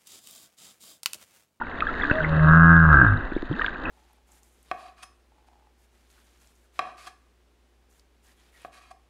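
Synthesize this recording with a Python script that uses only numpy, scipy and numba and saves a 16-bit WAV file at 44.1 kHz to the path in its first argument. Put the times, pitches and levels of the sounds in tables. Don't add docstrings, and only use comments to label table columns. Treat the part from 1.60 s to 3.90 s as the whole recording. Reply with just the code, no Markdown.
import sys
import numpy as np
from scipy import signal
from scipy.fft import rfft, irfft
from scipy.io import wavfile
from scipy.ndimage import uniform_filter1d
from numba import njit

SR = 44100
rng = np.random.default_rng(int(sys.argv[2]) if len(sys.argv) > 2 else 0)


def store_pcm(level_fs):
    pcm = np.round(np.clip(level_fs, -1, 1) * 32767).astype(np.int16)
    wavfile.write(sys.argv[1], SR, np.atleast_2d(pcm).T)


N = 101429

BUBBLE_RISE_S = .0012


def undb(db):
    return 10 ** (np.asarray(db) / 20)


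def unit(x):
    return x / np.sqrt(np.mean(x ** 2))


def curve(table):
    times, *columns = np.array(table, float).T
    return [np.interp(np.arange(N) / SR, times, c) for c in columns]


def walk(rate):
    k = max(int(SR / rate), 1)
    smooth = uniform_filter1d(rng.standard_normal(N), k)
    return unit(uniform_filter1d(smooth, k))


def colour(x, points):
    size = 8192
    hz, db = np.array(points, float).T
    log_hz = np.log(np.fft.rfftfreq(size, 1 / SR) + 1)
    log_gain = np.log(undb(np.interp(log_hz, np.log(hz), db)))
    cepstrum = irfft(log_gain)
    cepstrum[1:size // 2] *= 2
    cepstrum[size // 2 + 1:] = 0
    response = irfft(np.exp(rfft(cepstrum)))
    return signal.fftconvolve(x, response)[:N]


def fade(t, t60):
    return np.exp(-np.log(1000) * t / t60)


def add(out, start, sound):
    i = max(int(start * SR), 0)
    out[i:i + len(sound)] += sound[:max(N - i, 0)]


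@njit
def resonance(x, hz, width):
    y, band, low = np.empty(len(x)), 0., 0.
    for i in range(len(x)):
        g, k = np.tan(np.pi * hz[i] / SR), width / hz[i]
        v = (band + g * (x[i] - low)) / (1 + g * (g + k))
        band, low, y[i] = 2 * v - band, low + 2 * g * v, k * v
    return y


def echoes(x, t60):
    t = np.arange(SR) / SR
    response = rng.standard_normal(SR) * fade(t, t60) * (t > .002)
    return signal.fftconvolve(x, response / np.sqrt(np.sum(response ** 2)))[:N]


def ringing(table, rise_s):
    out, t = np.zeros(N), np.arange(SR // 8) / SR
    for start, hz, db, t60, glide in table:
        pitch = hz * 2 ** (glide * np.minimum(t, t60 / 2))
        shape = (1 - np.exp(-(t / rise_s) ** 2)) * fade(t, t60)
        tone = np.sin(2 * np.pi * np.cumsum(pitch) / SR)
        add(out, start, undb(db) * shape / shape.max() * tone)
    return out


def burst(db, t60, points):
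    crack = colour(rng.standard_normal(N) * fade(np.arange(N) / SR, t60), points)
    return undb(db) * crack / np.abs(crack).max()


def water():
    # frequency in Hz, relative density in dB per Hz
    wash_colour = [(40, 5), (130, -10), (270, -0.5), (420, -7), (850, -10), (1620, -5), (1970, -11.5),
                   (2300, -48), (2600, -18.5), (3800, -42.5), (5500, -83)]
    rumble_colour = [(30, 21.5), (60, 13), (130, -25.5), (300, -54.5)]
    # time in seconds, level in dB
    wash_level = [(.05, -36), (.5, -30.5), (.8, -27), (1.15, -38.5), (1.6, -31), (1.8, -42), (2.03, -34.5),
                  (2.22, -35.5), (2.28, -28.5)]
    rumble_level = [(.7, -47), (.85, -29), (1.45, -30.5), (1.6, -35.5), (1.85, -34), (2, -55)]
    flicker_db = walk(34)
    wash = unit(colour(rng.standard_normal(N), wash_colour))
    wash = wash * undb(curve(wash_level)[0] + flicker_db)
    rumble = unit(colour(rng.standard_normal(N), rumble_colour))
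    return wash + rumble * undb(curve(rumble_level)[0])


def crackle():
    # frequency in Hz, gain in dB
    housing = [(300, -13.5), (1650, 6), (2300, -9), (2650, -14.5), (3800, -7), (4600, -19), (5500, -38.5),
               (7000, -25), (9000, -84.5)]
    # time in seconds, level of the fizz in dB
    level = [(0, -48.5), (.5, -34.5), (1.1, -48.5), (1.8, -46), (2.05, -36.5), (2.3, -49.5)]
    # start of a sharp snap in seconds, peak level in dB
    snaps = [(.2055, -14), (2.018, -16), (2.063, -15)]
    # frequency in Hz, relative level in dB
    snap_colour = [(700, -25), (1600, 0), (3600, -8), (6000, -62)]
    fizz_per_s, low_hz, high_hz = 240, 1458, 3915
    glide_octaves_per_s, spread_db, fizz_t60_s = -5.5, 6.5, .014
    ticks_per_s, ticks_to_fizz_db, snap_t60_s = 1800, -2.5, .008

    draws = rng.random((1500, 3))
    starts = np.cumsum(-np.log(draws[:, 0])) / fizz_per_s
    pitch = low_hz * (high_hz / low_hz) ** draws[:, 1]
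    size_db = spread_db * np.minimum(-np.log(draws[:, 2]), np.pi)
    tiny = [(s, hz, db, fizz_t60_s, glide_octaves_per_s)
            for s, hz, db in zip(starts, pitch, size_db) if s < N / SR]
    fizz = ringing(tiny, BUBBLE_RISE_S / 2)
    impulses = (rng.random(N) < ticks_per_s / SR) * rng.standard_t(3, N)
    ticks = echoes(impulses, .005)
    mix = unit(colour(fizz, housing)) + undb(ticks_to_fizz_db) * unit(colour(ticks, housing))
    out = mix * undb(curve(level)[0])
    for start, db in snaps:
        add(out, start, burst(db, snap_t60_s, snap_colour))
    return out


def bubbles_knocks_and_grunt():
    # start in seconds, pitch in Hz, peak level in dB, glide in octaves per second
    plink_table = [(.013, 960, -19.5, -14), (0.019, 1470, -19, -6.5), (0.206, 2670, -26, -15),
                   (0.2219, 1367, -12.5, -24), (.268, 1610, -14.5, 8.5), (0.289, 1430, -17.5, -14),
                   (0.3977, 1638, -22.5, -6), (.412, 2050, -22, -11.5), (0.42, 3610, -29.5, -17.5),
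                   (0.434, 1737, -14.5, -15), (0.436, 1180, -18.5, -3), (0.45, 1647, -16.5, -7.5),
                   (0.4977, 1620, -13, -27.5), (0.5106, 1717, -11, -28), (0.512, 2720, -23, -10),
                   (0.604, 1516, -14, 5.5), (0.645, 2053, -16.5, -7), (1.9943, 1590, -16.5, 5),
                   (2.012, 1123, -18, 32), (2.018, 1820, -17, 0), (2.044, 1542, -14.5, 13),
                   (2.0809, 1580, -18, -3.5), (2.2542, 2680, -25, -14), (2.273, 1590, -42, 6)]
    # start in seconds, pitch in Hz, peak level in dB, 60 dB decay time in seconds,
    # glide in octaves per second
    low_tones = [(1.72, 277, -20, .025, 53), (1.7645, 307, -13, 0.029, 21), (1.828, 310, -19.5, 0.028, 0),
                 (1.9, 110, -22.5, 0.35, 20), (1.912, 301, -17, 0.048, -2)]
    # frequency in Hz, relative level in dB
    thud_colour = [(110, 12), (400, 4), (1200, -4), (4000, -59)]
    bubble_t60_s, low_rise_s = .029, 0.00079
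    thud_s, thud_db, thud_t60_s = .514, -7.5, 0.012

    rows = [(start, hz, db, bubble_t60_s, glide) for start, hz, db, glide in plink_table]
    plinks = ringing(rows, BUBBLE_RISE_S)
    dry_mix = plinks + ringing(low_tones, low_rise_s)
    add(dry_mix, thud_s, burst(thud_db, thud_t60_s, thud_colour))
    return dry_mix + undb(-10.5) * echoes(plinks, 0.2)


def song():
    # start in seconds, length in seconds, start, middle and end pitch in Hz,
    # rms level at the crest in dB
    notes = [(0.39, 0.16, 235, 288.8, 301, -36), (0.503, .14, 555, 636.7, 575, -31.5),
             (0.661, .15, 579, 557.7, 566, -34.5), (0.794, 0.11, 630, 610, 640, -33.5)]
    out = np.zeros(N)
    for start, length, *hz, db in notes:
        u = np.linspace(0, 1, int(length * SR))
        pitch = np.polyval(np.polyfit([0, .5, 1], hz, 2), u)
        swell = np.sqrt(2 * np.abs(np.sin(np.pi * u)))
        add(out, start, undb(db) * swell * np.sin(2 * np.pi * np.cumsum(pitch) / SR))
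    return out + undb(-7) * echoes(out, 0.14)


def whale():
    # time in seconds, pulse rate in Hz
    pulse_rate = [(.55, 77.98), (.882, 78.02), (.954, 81.37), (1.11, 83.42), (1.208, 81.5), (1.304, 77.35),
                  (1.37, 70.85), (1.42, 62.57), (1.49, 51.33), (1.6, 47.93)]
    # time in seconds, levels of fundamental, octave and buzz in dB, roughness (clipped to 0-1)
    moan = [(.54, -47, -59, -41, 0.1), (.62, -36, -30.5, -41, 0), (.81, -25, -16, -32, 0.3),
            (.88, -23, -14, -19.5, 0.6), (.96, -23.5, -13.5, -17.5, 0.2), (1.12, -20.5, -13.5, -16, 0.1),
            (1.22, -20.5, -15.5, -20, 0.3), (1.29, -18.5, -17, -17.5, 0.6), (1.38, -17.5, -20, -15.5, 1.1),
            (1.44, -28.5, -21, -18, 0.7), (1.53, -30, -17, -28, 0.9), (1.61, -45.5, -42, -41.5, 0.9)]
    # time in seconds, centre of the nasal resonance in Hz
    nasal_centre = [(.88, 1159), (.94, 1360), (1.02, 1271), (1.2, 1576), (1.275, 1082), (1.37, 1507)]
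    # frequency in Hz, relative gain in dB
    throat_colour = [(130, -27.5), (250, 2.5), (335, -6), (415, -13), (680, -9.5), (850, -14.5), (1100, -4),
                     (1400, -1), (1660, 4), (1800, -18.5), (2030, -19.5), (2280, -47.5), (2600, -31),
                     (3600, -47), (5500, -82.5)]
    # time in seconds, level of the fifth partial in dB
    growl = [(1.33, -56.5), (1.44, -22), (1.49, -47.5), (1.55, -32.5), (1.61, -43.5)]
    nasal_width_hz, nasal_share, growl_third_db, hum_wobble = 380, 1.7, 1, .3
    jitter_s, shimmer_db, rasp_share, rasp_cycles = 0.00018, 3.5, 1, 1
    rebound_s, rebound_jitter_s, rebound_db = .0056, 0.00011, -7
    buzz_lead_s, echo_db, echo_t60_s = .0005, -8.5, .3

    t = np.arange(N) / SR
    cycles = np.cumsum(curve(pulse_rate)[0]) / SR
    first_db, octave_db, buzz_db, rough = curve(moan)
    rough = np.clip(rough, 0, 1)
    growl_db = curve(growl)[0]
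    partials = ((1, first_db), (2, octave_db), (3, growl_db + growl_third_db), (5, growl_db))
    hum = 0
    for order, db in partials:
        wobble = 1 + hum_wobble * rough * walk(70)
        hum = hum + np.sqrt(2) * undb(db) * wobble * np.cos(2 * np.pi * order * cycles)

    beats = np.interp(np.arange(1, int(cycles[-1])), cycles, t)
    pulses, taps = np.zeros(N + 32), np.arange(-8, 9)
    for when, (late, size, stray) in zip(beats, rng.standard_normal((400, 3))):
        r = np.interp(when, t, rough)
        main = (jitter_s * r * late, 0)
        rebound = (rebound_s + rebound_jitter_s * stray, rebound_db)
        for lag, db in (main, rebound):
            at = (when + lag) * SR
            pulses[int(at) + taps] += undb(db + shimmer_db * r * size) * np.sinc(taps - at % 1)

    rasp = unit(np.exp(-(cycles % 1) / rasp_cycles) * rng.standard_normal(N))
    rasp_gain = rasp_share * rough ** 2
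    source = (unit(pulses[:N]) + rasp_gain * rasp) / np.hypot(1, rasp_gain)
    throat = np.roll(colour(source, throat_colour), -int(buzz_lead_s * SR))
    nasal = resonance(throat, curve(nasal_centre)[0], float(nasal_width_hz))
    buzz = undb(buzz_db) * unit(throat + nasal_share * nasal)
    sounding = 1. * ((t > moan[0][0]) & (t < moan[-1][0]))
    sounding = uniform_filter1d(sounding, size=800)
    return (hum + buzz) * sounding + undb(echo_db) * echoes(buzz * sounding, echo_t60_s)


def scene():
    return (water() + crackle() + bubbles_knocks_and_grunt() + song() + whale())[None]


def record(dry):
    lowpass = signal.ellip(8, .2, 70, 14400, fs=SR, output="sos")
    return signal.sosfilt(lowpass, dry)


dry = scene()
out = record(dry)
store_pcm(out)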